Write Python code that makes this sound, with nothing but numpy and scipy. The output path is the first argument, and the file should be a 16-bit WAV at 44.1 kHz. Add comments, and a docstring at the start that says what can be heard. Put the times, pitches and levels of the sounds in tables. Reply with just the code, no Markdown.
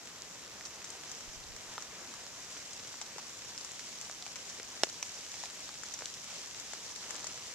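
"""Steady rain in a bare wood, heard from a hand-held camera that turns slowly.
Countless far drops merge into a hiss on the leaf litter, made of third-octave bands of stereo noise.
Nearer drops patter, and the nearest tick, snap and pop: short clicks that set resonances ringing.
A few puffs of wind, swells of low noise, touch the microphones, whose two small ports ring in the treble."""
import sys
import numpy as np
from scipy import signal
from scipy.fft import rfft, irfft, next_fast_len
from scipy.io import wavfile

SR = 44100
rng = np.random.default_rng(int(sys.argv[2]) if len(sys.argv) > 2 else 0)


def int16_out(signal):
    """Quantize to a 16-bit WAV file."""
    q = np.round(np.clip(np.atleast_2d(signal).T, -1, 1) * 32767)
    wavfile.write(sys.argv[1], SR, q.astype(np.int16))


N = 332514

# Noise level of the far rain, which brightens as the camera turns: t/s, low wash level/dB, bright hiss level/dB
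RAIN_LEVELS = [(0, -54, -52), (0.6, -52.5, -51.5), (0.95, -51.5, -50), (1.3, -54.5, -50.5),
               (1.65, -53, -51), (2.05, -51, -50.5), (2.3, -53.5, -50), (2.6, -54, -49), (3.1, -53.5, -50),
               (3.8, -55, -48.5), (4.75, -54, -49), (4.9, -54, -47.5), (5.2, -55, -47), (5.6, -55, -48.5),
               (6.3, -55, -48), (6.95, -54.5, -47.5), (7.15, -49.5, -47), (7.3, -52, -47),
               (7.54, -55, -47.5)]


def from_db(db):
    """Amplitude gain from a level: 20 dB is a factor of ten."""
    return 10 ** (np.asarray(db) / 20)


def rms_one(x):
    """Normalisation to unit root-mean-square amplitude."""
    return x / np.sqrt(np.mean(x ** 2) + 1e-20)


def in_time(rows):
    """Linear interpolation of each column against t/s, one value a sample."""
    t, *columns = np.transpose(rows)
    return [np.interp(np.arange(N) / SR, t, column) for column in columns]


def at_hz(points, hz):
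    """Interpolation of a spectrum on a logarithmic frequency axis."""
    point_hz, values = np.array(points).T
    return np.interp(np.log(hz), np.log(point_hz), values)


def drift(corner_hz):
    """Slow random fluctuation of unit rms: white noise through a two-pole low-pass."""
    step = 40                                   # samples between computed values
    pole = np.exp(-2 * np.pi * corner_hz * step / SR)
    noise = rng.standard_normal(N // step + 2002)
    slow = signal.lfilter([1], [1, -2 * pole, pole * pole], noise)[2000:]   # the start-up is dropped
    return np.interp(np.arange(N) / step, np.arange(len(slow)), rms_one(slow))


def ring(excitation, hz, t60_s):
    """Damped resonance: a pole pair, with zeros that stop deep bass and extreme treble."""
    radius = from_db(-60 / (t60_s * SR))
    angle = 2 * np.pi * hz / SR
    return signal.lfilter([1, 0, -1], [1, -2 * radius * np.cos(angle), radius * radius], excitation)


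def add(out, sound, t, level_db, pan_db, lag):
    """Stereo placing by level and arrival time: positive pan favours left, positive lag delays it."""
    for side, sign in enumerate((1, -1)):
        start = round(t * SR) + max(sign * lag, 0)      # lag in samples
        gain = from_db(level_db + sign * pan_db / 2)
        out[side, start:start + len(sound)] += gain * sound[:max(N - start, 0)]


def far_rain(patchy_db, flicker_db):
    """Diffuse field: noise bands of set left-right correlation, fluctuating together and alone."""
    # Colour of the rain in the open air, as relative spectral density: f/Hz, level/dB
    colour = [(20, -12), (40, 0.5), (70, 3), (130, 5), (300, 6.5), (600, 7.5), (1200, 6), (2400, 3.5),
              (4000, -1), (6000, -5), (8000, -11), (11000, -6), (15000, -33)]
    # Left-right correlation; sound from all around agrees at both ports mainly in the bass: f/Hz, coefficient
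    likeness = [(30, 0.082), (60, 0.26), (130, 0.96), (380, 0.8), (940, 0.81), (2360, 0.6), (4000, 0.49),
                (7000, 0.12), (14800, 0.12)]
    wash_to_hiss_hz = 2280
    rumble_db, rumble_top_hz = -50.5, 248       # the distant roar follows neither wash nor hiss
    wash_db, hiss_db = in_time(RAIN_LEVELS)
    together = drift(7)
    white = rng.standard_normal((2, 2, N))      # neighbouring bands get unrelated noise
    edges_hz = 20 * 2 ** np.arange(0, 9.7, 1 / 3)
    out = 0
    for k, (low_hz, high_hz) in enumerate(zip(edges_hz, edges_hz[1:])):
        band = signal.butter(2, [low_hz, high_hz], "band", fs=SR, output="sos")
        mid, side = signal.sosfilt(band, white[k % 2])
        hz = np.sqrt(low_hz * high_hz)
        alike = at_hz(likeness, hz)
        bright = 1 / (1 + (wash_to_hiss_hz / hz) ** 4)
        level_db = (1 - bright) * wash_db + bright * hiss_db
        deep = 1 / (1 + (hz / rumble_top_hz) ** 4)
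        level_db = deep * rumble_db + (1 - deep) * level_db
        shared_db = patchy_db * np.clip(hz / 600, 0, 1) * together      # the bass is less patchy
        unsteady_db = shared_db + flicker_db * drift(12.6)
        gain = from_db(level_db + at_hz(colour, hz) + unsteady_db)
        out = out + gain * (np.sqrt(1 + alike) * mid + np.sqrt(1 - alike) * side * [[1], [-1]])
    return out


def splat(pop_hz, pop_db, tap_hz, tap_db, splash_hz, splash_db, burst_t60_s):
    """Impact excitation: a drop bursts into droplets that ring the hollow under the leaf and the leaf."""
    leaf_low_hz = 175                           # a leaf is too small to radiate below this
    ping_hz, ping_t60_s = 5250, 0.0059          # high taps ring on a little
    t = np.arange(1800) / SR
    burst = rng.standard_normal((2, len(t))) * from_db(-60 * t / np.clip(burst_t60_s, .004, .08))
    droplets = (rng.random(len(t)) < 2500 / SR) * burst[0] * 0.28      # 2500 chances a second
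    droplets[0] = 1                             # the first blow
    contact = signal.lfilter([1], [1, -.7], droplets)   # a drop flattens softly

    # mainly the first blow fills the hollow
    push = signal.lfilter([1], [1, -.8], contact * np.exp(-t / 0.0029))
    pop = ring(push, pop_hz, 7.4 / pop_hz)

    tap_t60_s = 5.0 / tap_hz + ping_t60_s * (tap_hz / ping_hz) ** 6
    tap = -ring(contact * np.exp(-t / 0.006), tap_hz, tap_t60_s)

    spray = 0.1 * burst[1] + droplets
    crack = 3.07 * np.diff(spray, prepend=0)    # sharp, on top of the ringing
    splash = ring(spray, splash_hz, 4.7 / splash_hz) + crack

    whole = 0
    for level_db, part in ((pop_db, pop), (tap_db, tap), (splash_db, splash)):
        start_rms = np.sqrt(np.mean(part[:441] ** 2))   # over the first 10 ms
        whole = whole + from_db(level_db) * part / start_rms
    return signal.sosfilt(signal.butter(2, leaf_low_hz, "high", fs=SR, output="sos"), whole)


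def patter(level_db, spread_db, clump_db, count=3000):
    """Random superposition: drops a few steps away at chance moments, small ones many, in surges."""
    out = np.zeros((2, N))
    surge_db = clump_db * drift(7.9)
    kinds = []
    for a, b, c, d, e, f in rng.random((80, 6)):
        pop_hz, pop_db = 400 * 5.05 ** a, -6.0 + 14 * (b - .5)
        tap_hz, tap_db = 1700 * 2.44 ** c, -3.0 + 14 * (d - .5)
        splash_hz, burst_t60_s = 4800 * 2.55 ** f, 0.0052 + 0.013 * e
        kinds.append(splat(pop_hz, pop_db, tap_hz, tap_db, splash_hz, -0.5, burst_t60_s)[:800])
    for when, size, kind, side in rng.random((count, 4)):
        size_db = -spread_db * np.log(size + 1e-9) + surge_db[int(when * N)]
        sound = kinds[int(kind * len(kinds))]
        across = side - .5                      # one draw sets both balance and lag
        add(out, sound, when * N / SR, level_db + min(size_db, 11.0), 8 * across, int(16 * across))
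    return out


def fine_ticks(level_db, spread_db):
    """Poisson-like impulses: fine spray on the leaves, each a click and a dying puff of bright noise."""
    ticks_per_s, tick_t60_s = 150, 0.013
    low_hz, high_hz = 1970, 8300
    born = rng.random(N) < ticks_per_s / SR
    size_db = spread_db * np.minimum(rng.exponential(1, N), 3.0)
    balance_db = 3.0 * rng.uniform(-1.7, 1, N) * [[1], [-1]]
    clicks = born * from_db(size_db + balance_db)
    puffs = signal.lfilter([1], [1, -from_db(-60 / (tick_t60_s * SR))], clicks + 1e-18)
    noise = rng.standard_normal((2, N)) + 0.83 * rng.standard_normal(N)     # partly common to both sides
    band = signal.butter(2, [low_hz, high_hz], "band", fs=SR, output="sos")
    return from_db(level_db) * rms_one(signal.sosfilt(band, puffs * noise + 4.3 * clicks))


def snaps():
    """Impulse response: single clicks into a short ring, for small drops and cracks of the biggest."""
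    # Snaps: t before delay_s/s, click level before the trim/dB, f/Hz, left-right level/dB
    clicks = [(0.0727, -30.5, 2270, -0.5), (0.2198, -27, 4940, -1.0), (0.707, -32, 2200, 0),
              (0.8714, -34, 5090, 2), (1.035, -29, 2060, -3), (1.1488, -31, 5050, -1),
              (1.5204, -36, 2540, 2.0), (1.738, -32, 5500, 0.5), (2.6549, -30, 3570, 0.0),
              (3.295, -32, 5470, 1), (3.4206, -28, 2250, -3), (3.4344, -40, 3260, -0.5),
              (3.4927, -38, 4270, -3), (3.5603, -34, 4500, -0.5), (3.585, -29, 5430, 2),
              (3.7115, -30, 2400, 0), (3.7175, -29, 7500, 5), (3.7245, -33, 2800, 0),
              (3.7609, -38, 5360, 0.0), (3.7935, -30, 4200, 1), (3.928, -32, 2400, 1.5),
              (4.1122, -25.5, 6200, 0.5), (4.148, -37, 5400, 0.5), (4.258, -29, 2540, 1.0),
              (4.278, -31, 4420, 1.0), (4.3187, -29, 3760, 1.0), (4.63, -27, 5250, 0.0),
              (4.7102, -38, 5490, 2), (4.834, -11.5, 9100, 4.5), (4.8343, -16, 4200, 2),
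              (5.0265, -21, 8500, 6), (5.4293, -28, 4500, 2), (5.542, -37, 2650, 2.0),
              (5.7399, -32, 5440, 4), (5.9234, -30, 5460, -2), (5.9365, -32, 6500, 4),
              (6.0566, -22.5, 4500, 4), (6.2622, -35, 2420, 2.0), (6.3594, -40, 3330, -1),
              (6.4038, -32, 5210, 0.5), (6.4597, -30, 5330, 1.0), (7.144, -31, 7000, 1),
              (7.163, -28, 6800, 4)]
    t60_cycles, trim_db = 4, -8.5               # trimmed because the ports lift a snap's treble
    delay_s = 0.000943                          # every snap starts this long after its listed t
    out = np.zeros((2, N))
    impulse = np.eye(1, 300)[0]
    for t, click_db, hz, pan_db in clicks:
        sound = ring(impulse, hz, t60_cycles / hz)
        add(out, sound, t + delay_s, click_db + trim_db, pan_db, -round(pan_db / 2))
    return out


def near_drops():
    """Impacts with their own resonances: a big drop takes several rows, for blow, added rings and tail."""
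    # Parts of the nearest drops, levels as rms over the first 10 ms ahead of leaf high-pass, balance and ports:
    # t/s, hollow pop f/Hz, pop level/dB, leaf tap f/Hz, tap level/dB, splash level/dB, left-right level/dB
    impacts = [(0.61, 1360, -65, 2030, -49, -69, -1), (0.652, 1430, -74, 5800, -61, -51, -5),
               (0.6542, 1430, -72, 4540, -58, -53, -3), (0.6585, 900, -72, 5900, -60, -49, 1),
               (0.665, 900, -74, 5900, -62, -53, -2), (0.67, 900, -72, 5900, -60, -57, 0),
               (0.819, 1500, -55, 2500, -64, -59, -1), (0.8433, 730, -63, 2090, -53, -53, 0),
               (0.8465, 730, -70, 4500, -64, -52, 1), (0.9032, 1360, -71, 4400, -71, -53, 11),
               (1.116, 1690, -70, 4300, -67, -48, 6.5), (1.207, 1400, -55, 2500, -64, -54, 5),
               (1.439, 710, -59, 4050, -56, -70, -1), (1.564, 1580, -54, 4400, -58, -50, 1),
               (1.78, 1150, -39.5, 3900, -54, -58, -1), (1.7822, 1150, -46, 2000, -62, -66, 1),
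               (1.7872, 1200, -60, 5600, -66, -62, 5), (1.823, 1500, -55, 2000, -57, -49.5, 1),
               (2.1392, 1200, -50.5, 4360, -61, -55, 0.5), (2.266, 1280, -54, 4510, -58, -55, -5),
               (2.568, 1510, -54, 2610, -58, -68, -3), (2.7327, 1510, -65, 4350, -61, -54.5, 10.5),
               (2.7954, 1060, -69, 2850, -53, -64, -2.5), (2.873, 520, -65, 3920, -72, -56, 8),
               (2.941, 1000, -52, 1700, -58, -69, 0), (3.014, 790, -52, 1720, -50.5, -46.5, 4),
               (3.015, 900, -69, 3120, -49, -59, 2), (3.02, 890, -53, 5840, -60, -50, -5),
               (3.025, 900, -62, 5400, -64, -53, -8), (3.062, 900, -66, 4000, -58, -60, 0),
               (3.161, 490, -50.5, 2000, -66, -66, 0), (3.1827, 866, -46.5, 1900, -56, -50, 3),
               (3.191, 990, -53, 2500, -62, -56, 1), (3.5777, 3100, -54, 5100, -49.5, -53, 1),
               (3.611, 900, -55, 4600, -55, -53, 3), (3.647, 1290, -58, 4450, -66, -49, 4.5),
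               (3.7942, 1680, -52, 2200, -56, -52.5, 0.5), (4.0131, 1000, -61, 2870, -58, -49, 7),
               (4.0975, 680, -48.5, 1560, -49, -63, 0), (4.1131, 900, -68, 2130, -62, -62, 0),
               (4.2246, 560, -74, 3540, -50, -70, 0.5), (4.265, 805, -51.5, 2520, -50, -54.5, 4),
               (4.358, 1430, -64, 1940, -53, -54, 9), (4.362, 1000, -55, 2300, -51, -51.5, 3),
               (4.499, 950, -61, 4300, -65, -50, 2), (4.5989, 432, -48, 2120, -48, -65, 2),
               (4.8345, 417, -35, 5220, -36.5, -47, -1), (4.8345, 646, -29, 2200, -40, -46, -2),
               (4.8352, 1700, -47, 3040, -30.5, -52, -3), (4.838, 490, -50, 2210, -37.5, -49, 7),
               (4.845, 397, -50, 2200, -57, -51, 7), (4.87, 450, -54, 2000, -64, -64, -1),
               (4.8902, 640, -56, 4860, -52, -63, 3), (4.8984, 1520, -57, 3530, -55, -55, 4),
               (5.0275, 950, -48, 2570, -42.5, -51, 1), (5.0272, 1210, -64, 5830, -47, -48, -1),
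               (5.317, 330, -63, 2580, -66, -50, 1), (5.341, 810, -55, 2050, -51.5, -51, -1.5),
               (5.4368, 880, -44.5, 1950, -55, -52, 0), (5.4379, 1100, -62, 2000, -54, -53, 1),
               (5.457, 1680, -67, 2300, -52, -49.5, 0), (5.691, 1230, -49.5, 4420, -57, -62, -2),
               (5.8347, 1510, -45, 1670, -61, -48, 4.5), (5.91, 1090, -56, 4440, -66, -54, -2),
               (5.9393, 1920, -53, 5770, -49, -45, 0.5), (5.99, 1300, -54, 3000, -55, -49, 2.5),
               (6.009, 500, -57, 1800, -51, -64, 3), (6.0217, 493, -45.5, 1800, -48.5, -60, -2),
               (6.0571, 1950, -57, 3300, -45.5, -52, 1.5), (6.14, 1690, -73, 3160, -54, -51, 0),
               (6.548, 520, -63, 2450, -54, -63, 0.5), (6.599, 1400, -60, 3370, -58, -49.5, 7),
               (6.7342, 617, -48.5, 1590, -48, -48, 2.5), (6.961, 1690, -56, 4560, -53, -50, 4.5),
               (7.082, 950, -57, 2000, -66, -60, 5), (7.1068, 1850, -48, 2200, -61, -46, 6),
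               (7.147, 950, -51, 1900, -62, -56, 1), (7.155, 1630, -58, 3020, -52, -54, 4),
               (7.2436, 600, -48, 1200, -52, -48, 3), (7.2694, 620, -55, 1970, -56, -43, 4.5)]
    splash_centre_hz, splash_hz_per_db = 5380, 170      # brighter from the left, where the port rings higher
    burst_t60_s = 0.037
    left_lead_s = 7e-5          # near drops fall in front: at even balance both ports hear them together
    out = np.zeros((2, N))
    for t, *body, splash_db, pan_db in impacts:
        splash_hz = splash_centre_hz + splash_hz_per_db * pan_db
        sound = splat(*body, splash_hz, splash_db, burst_t60_s)
        add(out, sound, t, 0, pan_db, -round(pan_db / 2 + left_lead_s * SR))
    return out


def wind():
    """Turbulent pressure: low noise, mostly separate at each port, swells quickly and dies away."""
    # Puffs of wind on the ports: t of peak/s, level/dB, left-right level/dB
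    gusts = [(1.282, -57, -19), (1.378, -56, 11), (1.402, -59, 8), (1.466, -59, -10), (1.505, -58, -12),
             (1.55, -59, -13), (1.628, -68, 2), (1.7, -60, -5), (1.89, -64, 5)]
    rise_s, fall_s = 0.012, 0.024               # exponential time constants
    noise = rng.standard_normal((2, N)) + 0.47 * rng.standard_normal(N)
    low = signal.sosfilt(signal.butter(2, [15, 80], "band", fs=SR, output="sos"), noise)
    t = np.arange(N) / SR
    blowing = 0
    for peak_s, level_db, pan_db in gusts:
        shape = np.exp(-np.maximum((peak_s - t) / rise_s, (t - peak_s) / fall_s))
        puff = shape * low
        strength = np.sqrt(np.sum(puff ** 2, axis=1, keepdims=True) / np.sum(shape ** 2))
        gain = from_db(level_db + pan_db * np.array([[.5], [-.5]]))
        blowing = blowing + gain * puff / strength
    return blowing


def scene():
    """Linear superposition of all layers in the air before the ports."""
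    far = far_rain(patchy_db=0.74, flicker_db=0.96)
    hiss_db = in_time(RAIN_LEVELS)[1]
    nearby = patter(level_db=-24, spread_db=5.0, clump_db=2.0) + fine_ticks(level_db=-16.5, spread_db=1.5)
    nearby = from_db(hiss_db) * nearby          # their levels are relative to the far hiss
    return far + nearby + snaps() + near_drops() + wind()


def record(dry):
    """Cavity resonance: each port is flat below, peaks and falls above; then self-noise and a treble cut."""
    # Microphone ports, left then right: resonance f/Hz, bandwidth/Hz, level/dB, mesh low-pass f/Hz
    cavities = [(7140, 990, -0.5, 10000), (5860, 1090, -1, 9300)]
    left_lag_s = 7e-5                           # the left port sits further from the rain
    self_noise_db, cutoff_hz = -61.5, 14200     # noise rms before the cut
    out = np.zeros_like(dry)
    for side, (hz, width_hz, gain_db, mesh_hz) in enumerate(cavities):
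        radius = np.exp(-np.pi * width_hz / SR)
        poles = [1, -2 * radius * np.cos(2 * np.pi * hz / SR), radius * radius]
        resonant = from_db(gain_db) * signal.lfilter([np.sum(poles)], poles, dry[side])
        out[side] = signal.lfilter(*signal.butter(1, mesh_hz, fs=SR), resonant)
    size = next_fast_len(N)
    later = np.exp(-2j * np.pi * np.fft.rfftfreq(size, 1 / SR) * left_lag_s)    # phase of a pure delay
    out[0] = irfft(rfft(out[0], size) * later, size)[:N]
    out = out + from_db(self_noise_db) * rng.standard_normal(out.shape)
    return signal.sosfilt(signal.ellip(12, .5, 50, cutoff_hz, fs=SR, output="sos"), out)


dry = scene()
out = record(dry)
int16_out(out)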